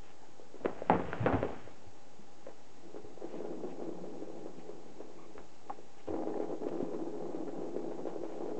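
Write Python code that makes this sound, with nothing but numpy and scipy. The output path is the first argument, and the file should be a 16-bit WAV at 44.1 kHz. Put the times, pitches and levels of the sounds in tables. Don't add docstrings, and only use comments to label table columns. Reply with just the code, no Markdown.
import sys
import numpy as np
from scipy import signal
from scipy.io import wavfile
from scipy.ndimage import uniform_filter1d

SR = 44100
rng = np.random.default_rng(int(sys.argv[2]) if len(sys.argv) > 2 else 0)


def dump_mix(stems):
    frames = np.atleast_2d(stems).T
    limited = np.clip(frames, -1, 1)
    pcm = np.round(limited * 32767).astype(np.int16)
    wavfile.write(sys.argv[1], SR, pcm)


N = 378819
FILTER_SIZE = 8192
BINS_HZ = np.fft.rfftfreq(FILTER_SIZE, 1 / SR)
TIME_S = np.arange(N) / SR
AGE_S = np.arange(SR // 2) / SR
BAND_HZ = 8350

# [start/s, stop/s, rise/s, rumble level/dB, hold/s, slowing/(dB/s), base drone re rumble/dB]
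ROLLS = [(2.773, 3.203, 0.057, -59.5, 0.26, 0, -6), (3.19, 5.47, 0.18, -45.5, 0.47, 8.5, -9),
         (5.61, 5.867, 0.075, -61.5, .1, 2, -14), (6.067, 6.626, .012, -40, .2, 9, -20.5),
         (6.609, 8.279, 0.025, -42.5, .3, 1.5, -14), (8.264, 8.7, 0.15, -43, .2, 3, -19.5)]
# [f/Hz, width/Hz, relative level/dB]
TRACK_MODES = [(182, 18, -10.5), (214, 20, -20), (266, 30, -6.5), (318, 14, 2.5), (353, 24, 2),
               (421, 11.2, 4.5), (503, 29, -2), (598, 39, -6.5), (694, 25, -12), (746.5, 16, -12),
               (804, 46, -11), (986, 72, -20), (1140, 50, -28.5), (1300, 51, -38)]
# [f/Hz, width/Hz]
BASE_BAND = (201.3, 98)
# [t/s, level before trim/dB, centre f/Hz]
CLACKS = [(0.396, -40, 500), (.542, -38.5, 407), (.5564, -40.5, 427), (1.6748, -38.5, 520),
          (2.4857, -37.5, 555), (2.9436, -37, 400), (2.9612, -34.5, 440), (3.0459, -41.5, 424),
          (3.175, -38, 484), (3.221, -33.5, 500), (3.2425, -34.5, 400), (3.405, -32, 470),
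          (3.4486, -29, 450), (3.511, -35.5, 343), (3.6356, -29.5, 480), (3.821, -29, 412),
          (4.04, -33.5, 446), (4.222, -31.5, 390), (4.299, -35.5, 440), (4.352, -35.5, 380),
          (4.459, -31.5, 440), (4.692, -34, 446), (5.0034, -33.5, 412), (5.098, -40.5, 463),
          (5.3532, -40, 420), (5.7877, -40, 497), (6.1069, -31.5, 410), (6.1393, -26, 470),
          (6.272, -27.5, 540), (6.401, -24.5, 457), (6.4244, -28, 440), (6.667, -25.5, 425),
          (6.7168, -33, 514), (6.804, -29.5, 524), (6.9347, -28.5, 434), (7.072, -33, 365),
          (7.3459, -28, 387), (7.6183, -28, 356), (7.6875, -36, 410), (7.7633, -25.5, 440),
          (8.054, -28.5, 490), (8.0701, -25.5, 470), (8.16, -32, 490), (8.235, -27.5, 480),
          (8.4058, -32, 437), (8.46, -31, 470), (8.4878, -32, 448)]
# [t/s, ring level/dB, ring f/Hz, ring t60/s,
# crack re ring/dB, clatter re ring/dB]
KNOCKS = [
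    (.648, -19, 500, 0.035, -12, -19.5), (.658, -14.5, 390, 0.029, -3, -23),
    (.82, -17.5, 557, 0.013, -21, -46), (0.8984, -8, 850, 0.022, -4, -20.5),
    (.911, -25, 716, 0.074, -18, -4.5), (0.9332, -23.5, 466, 0.085, -4, -5),
    (0.997, -15, 292, 0.012, -18, -21), (1.084, -28.5, 464, 0.024, -16, -26),
    (1.131, -17, 1460, 0.0079, -5.5, -26), (1.228, -28.5, 650, 0.021, -6, -13),
    (1.2614, -11.5, 534, 0.025, -4, -13.5), (1.268, -21, 746, .04, -4, -15),
    (1.282, -28.5, 1453, .04, -7, -11), (1.3266, -24, 930, .015, -.5, -6.5),
    (1.3341, -23, 320, 0.029, -20, -9), (1.3443, -18.5, 265, 0.053, -18, -22),
    (1.429, -8.5, 524, 0.0091, -13.5, -28.5), (1.447, -26, 417, .065, -15, -23),
    (1.515, -37, 436, 0.039, -8, -12), (2.467, -31, 542, 0.033, -8, -18),
    (5.3804, -35.5, 474, 0.019, 2.5, -16.5), (5.6969, -31, 1080, 0.026, -21, -18),
    (5.702, -28, 810, 0.052, -20, -33), (7.479, -39, 590, 0.011, -2.5, -13),
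    (7.9119, -28, 595, 0.017, -25, -20),
    (5.6980, -38, 870, 0.027, 4, -38), (5.7020, -41, 780, 0.098, -28, -25)]
# [f/Hz, width/Hz, lift/dB]
SHELL_MODES = [(480, 310, 3), (680, 170, -0.5), (1080, 120, 1.5), (1380, 140, 2), (1750, 87, -0.5),
               (2600, 83, 2.5)]
# [f/Hz, level/dB]
CRACK_SPECTRUM = [(60, -35.5), (200, -3), (600, -0.5), (1200, -4.5), (2000, -11), (2800, -19),
                  (4000, -33.5), (6000, -57.5), (9000, -54.5)]
# [f/Hz, level/dB]
CLATTER_SPECTRUM = [(40, -40.5), (100, -9.5), (200, 4.5), (500, 3), (800, 4), (1200, -6.5), (2000, -11.5),
                    (3000, -28.5), (4200, -43.5), (8000, -61.5)]
# [t/s, level/dB, f/Hz, t60/s]
THUDS = [(0.902, -29, 178, 0.36), (0.928, -33.5, 109, 0.16), (.93, -44, 71.5, 1), (1.202, -27, 117, 0.26),
         (1.233, -25.5, 170, 0.095), (1.332, -25.5, 102.5, 0.17), (1.34, -38, 70.5, .41),
         (1.378, -35.5, 125.2, 0.3), (1.867, -42, 97, 0.088), (2.189, -44, 203, 0.14),
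         (3.041, -42, 108, 0.057), (3.639, -38, 194, 0.13), (4.012, -43.5, 183, 0.31),
         (5.378, -49, 55, 0.14), (6.085, -42.5, 88.4, 0.22), (6.8269, -14.5, 255, 0.024)]
# [t/s, fibre level before trim/dB, body level before trim/dB]
BRUSH = [(.6, -71, -54.5), (.72, -58.5, -54), (.96, -55, -57), (1.094, -50.5, -50), (1.3, -49, -48.5),
         (1.518, -54, -46.5), (1.686, -59.5, -79), (1.85, -78, -60)]
# [f/Hz, level/dB]
RUSTLE_SPECTRUM = [(40, 1), (120, 9.5), (400, -0.5), (900, -2), (1600, -4), (2400, -9), (3200, -14),
                   (4200, -29), (8000, -44.5)]
# [t/s, length/s, level/dB]
SCRATCHES = [(.01, .14, -67), (3.265, 0.16, -65), (3.678, 0.055, -64.5), (4.566, 0.06, -67.5),
             (5.968, .06, -66), (6.062, .042, -60.5), (6.684, 0.0089, -55), (6.691, 0.22, -73),
             (8.26, 0.15, -66.5)]
# [f/Hz, level/dB]
CLAW_SPECTRUM = [(200, -13), (900, -1.5), (1700, 0), (2900, -1), (4000, -15.5), (6000, -13), (9000, -35)]
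# [t/s, length/s, level/dB, f/Hz]
SQUEAKS = [(0.202, 0.071, -59.5, 803), (5.16, 0.12, -63, 1110), (6.331, 0.016, -48, 853)]
# [f/Hz, level/dB]
AIR_SPECTRUM = [(40, -9.5), (90, -3.5), (140, -1.5), (195, -1), (280, 3.5), (430, 2.5), (620, -2),
                (740, -1.5), (815, 3), (920, -6), (1500, -11.5), (3500, -16.5), (7500, -17.5), (9000, -28)]
# [mean f/Hz, rms level/dB]
HUMS = [(102, -78.5), (813, -73), (2665, -87), (5333, -93), (6666, -83.5), (7583, -100.5)]
# [f/Hz, t60/s]
ROOM_DECAY = [(150, 0.26), (600, 0.16), (2500, 0.052), (8000, 0.1)]


def rolling(split_hz=470, hard_corner_hz=1500, wobble_rms_db=1.52, wobble_per_s=14):
    wobble = amp(wobble_rms_db * wander(wobble_per_s))
    soft, hard, low = (strength * wobble for strength in drive())
    upper_power = 1 - 1 / (1 + (BINS_HZ / split_hz) ** 8)
    lower_modes = track_gain() * np.sqrt(1 - upper_power)
    upper_modes = track_gain() * np.sqrt(upper_power) * contact(hard_corner_hz)
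    base_hz, width_hz = BASE_BAND
    base_gain = 1 / (1 + (2 * (BINS_HZ - base_hz) / width_hz) ** 4)

    rumble = colour(soft * grains(N, per_s=800, spread_db=2.5), lower_modes)
    chatter = colour(hard * grains(N, per_s=600, spread_db=4), upper_modes)
    drone = colour(low * grains(N, per_s=800, spread_db=3.0), base_gain)
    return rumble + chatter + drone


def drive(stop_s=0.022, pushed_db=-0.5, settled_db=-5.5, settle_s=0.17):
    soft, hard, low = np.zeros((3, N))
    for start_s, end_s, rise_s, db, hold_s, slowing_db_per_s, drone_db in ROLLS:
        t = np.arange(round((end_s - start_s) * SR)) / SR
        attack = np.sqrt(np.minimum(t / rise_s, 1))
        release = np.minimum(t[::-1] / stop_s, 1)
        coast_s = np.maximum(t - rise_s - hold_s, 0)
        run = attack * release * amp(db - slowing_db_per_s * coast_s)
        chatter_db = settled_db + (pushed_db - settled_db) * np.exp(-t / settle_s)
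        add(soft, start_s, run)
        add(hard, start_s, run * amp(chatter_db))
        add(low, start_s, run * amp(drone_db))
    return soft, hard, low


def track_gain(baffle_hz=160):
    power = sum(amp(db) ** 2 / (1 + (2 * (BINS_HZ - hz) / width_hz) ** 2)
                for hz, width_hz, db in TRACK_MODES)
    return np.sqrt(power) * BINS_HZ ** 2 / np.hypot(BINS_HZ ** 2, baffle_hz ** 2)


def contact(corner_hz):
    return 1 / np.hypot(1, (BINS_HZ / corner_hz) ** 2)


def clacks(trim_db=0.5, half_width_oct=0.66, damping_t60_s=0.15, tick_corner_hz=2000, tick_db=-21,
           bounce_db=-11, bounce_rise_s=0.0092, bounce_t60_s=0.14, bounce_corner_hz=1400):
    out, bounce_strength = np.zeros((2, N))
    tick = peaked(response(shell(CRACK_SPECTRUM) * contact(tick_corner_hz)))
    damping = decay(damping_t60_s)[:len(tick)]
    bounce_shape = rise(bounce_rise_s) * decay(bounce_t60_s)
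    for s, db, hz in CLACKS:
        favour = 1 / (1 + (np.log2((BINS_HZ + 1) / hz) / half_width_oct) ** 2)
        ring = peaked(response(track_gain() * favour)) * damping
        add(out, s, amp(db + trim_db) * (ring + amp(tick_db) * tick))
        add(bounce_strength, s, amp(db + bounce_db) * bounce_shape)
    bounces = bounce_strength * grains(N, per_s=700, spread_db=0.5)
    return out + colour(bounces, track_gain() * BINS_HZ * contact(bounce_corner_hz))


def knocks(clatter_t60_s=0.24, clatter_rise_s=0.0013, ring_rise_s=0.0011, rattle_t60_s=0.14, rattle_db=-3):
    out = np.zeros(N)
    crack = peaked(response(shell(CRACK_SPECTRUM)))
    swell = rise(clatter_rise_s)
    for s, db, hz, t60_s, crack_db, clatter_db in KNOCKS:
        ring = np.sin(2 * np.pi * hz * AGE_S) * decay(t60_s) * rise(ring_rise_s)
        rebounds = swell * decay(rattle_t60_s) * grains(len(AGE_S), per_s=420, spread_db=-2.5)
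        scatter = swell * decay(clatter_t60_s) * grains(len(AGE_S), per_s=600, spread_db=-3.5)
        rattle = amp(crack_db + rattle_db) * colour(rebounds, shell(CRACK_SPECTRUM))
        clatter = colour(scatter, shell(CLATTER_SPECTRUM))
        add(out, s, amp(db) * (ring + amp(clatter_db) * (clatter + rattle)))
        add(out, s, amp(db + crack_db) * crack)
    return out


def shell(spectrum):
    lift_db = sum(db / (1 + (2 * (BINS_HZ - hz) / width_hz) ** 2) for hz, width_hz, db in SHELL_MODES)
    return amp(read(spectrum, BINS_HZ) + lift_db)


def thuds(rise_s=.003, overtone_ratio=1.8, overtone_db=-9):
    out = np.zeros(N)
    for s, db, hz, t60_s in THUDS:
        phase, fade = 2 * np.pi * hz * AGE_S, decay(t60_s)
        overtone = amp(overtone_db) * np.sin(overtone_ratio * phase) * np.sqrt(fade)
        swing = np.sin(phase) + overtone
        add(out, s, amp(db) * swing * fade * rise(rise_s))
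    return out


def brushing(fibre_trim_db=3, body_trim_db=2):
    s, *columns_db = np.transpose(BRUSH)
    fibres, body = (amp(np.interp(TIME_S, s, db, left=-120, right=-120)) for db in columns_db)
    slips = grains(N, per_s=1800, spread_db=2.5)
    rustle = colour(fibres * slips, amp(read(RUSTLE_SPECTRUM, BINS_HZ)))
    body_rubs = body * grains(N, per_s=560, spread_db=1.5)
    murmur = colour(body_rubs, shell(CLATTER_SPECTRUM) * contact(corner_hz=774))
    return amp(fibre_trim_db) * rustle + amp(body_trim_db) * murmur


def scratching():
    slips, strokes = grains(N, per_s=2800, spread_db=-4.0), np.zeros(N)
    for s, length_s, db in SCRATCHES:
        add(strokes, s, amp(db) * signal.windows.tukey(max(round(length_s * SR), 2), .5))
    return colour(strokes * slips, amp(read(CLAW_SPECTRUM, BINS_HZ)))


def squeaks(half_width_hz=120, octave_db=-13):
    out = np.zeros(N)
    for s, length_s, db, hz in SQUEAKS:
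        stroke = signal.windows.tukey(round(length_s * SR), .5)
        first, second = (1 / (1 + ((BINS_HZ / k - hz) / half_width_hz) ** 4) for k in (1, 2))
        whine = colour(rng.standard_normal(len(AGE_S)), first + amp(octave_db) * second)
        add(out, s, amp(db) * stroke * unit(whine[-len(stroke):]))
    return out


def background(air_rms_db=-59, waver_rms_hz=2.5):
    air_gain = amp(read(AIR_SPECTRUM, BINS_HZ)) * (BINS_HZ < BAND_HZ + 600)
    out = amp(air_rms_db) * colour(rng.standard_normal(N), air_gain)
    for hz, db in HUMS:
        drift_hz = waver_rms_hz * unit(uniform_filter1d(rng.standard_normal(N), size=4000))
        phase = 2 * np.pi * np.cumsum(hz + drift_hz) / SR
        out += amp(db) * np.sqrt(2) * np.sin(phase)
    return out


def room(x):
    reflections = grains(len(AGE_S), per_s=2500, spread_db=1.5) * (AGE_S > .005)
    hz, t, bands = signal.stft(reflections, SR, nperseg=256)
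    fade = amp(-60 * t / read(ROOM_DECAY, hz)[:, None])
    tail = signal.istft(bands * fade, SR, nperseg=256)[1]
    return signal.fftconvolve(x, tail / np.linalg.norm(tail))[:N]


def amp(db):
    return 10 ** (np.asarray(db) / 20)


def unit(x):
    return x / np.sqrt(np.mean(x ** 2) + 1e-20)


def peaked(x):
    return x / abs(x).max()


def decay(t60_s):
    return amp(-60 * AGE_S / t60_s)


def rise(time_constant_s):
    return 1 - np.exp(-AGE_S / time_constant_s)


def read(points, hz):
    f, value = np.transpose(points)
    return np.interp(np.log(hz + 1), np.log(f), value)


def add(mix, s, sound):
    part = mix[max(round(s * SR), 0):][:len(sound)]
    part += sound[:len(part)]


def response(gain):
    log_gain = np.log(np.maximum(gain / gain.max(), 1e-5))
    circle = np.concatenate([log_gain, log_gain[-2:0:-1]])
    spectrum = np.exp(np.conj(signal.hilbert(circle)))
    return np.fft.ifft(spectrum).real[:FILTER_SIZE // 2]


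def colour(x, gain):
    taps = response(gain)
    return signal.fftconvolve(x, taps / np.linalg.norm(taps))[:len(x)]


def grains(count, per_s, spread_db):
    size = amp(spread_db * np.minimum(rng.exponential(1, count), 3))
    signed = size * rng.choice([-1, 1], count)
    return unit(signed * (rng.random(count) < per_s / SR))


def wander(per_s):
    hz = np.geomspace(per_s / 4, per_s, 16)
    slow_s = TIME_S[::256]
    waves = np.sin(2 * np.pi * (hz[:, None] * slow_s + rng.random((len(hz), 1))))
    return unit(np.interp(TIME_S, slow_s, waves.sum(0)))


def scene(toy_room_db=-15, close_room_db=-17):
    toy = rolling() + clacks() + scratching() + squeaks()
    close = knocks() + thuds() + brushing()
    reverb = room(amp(toy_room_db) * toy + amp(close_room_db) * close)
    return (toy + close + reverb + background())[None]


def record(dry):
    offset = -.0119
    taps = signal.firwin(161, BAND_HZ, window=("kaiser", 7), fs=SR)
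    return signal.oaconvolve(dry, taps[None], "same", axes=1) + offset


dry = scene()
out = record(dry)
dump_mix(out)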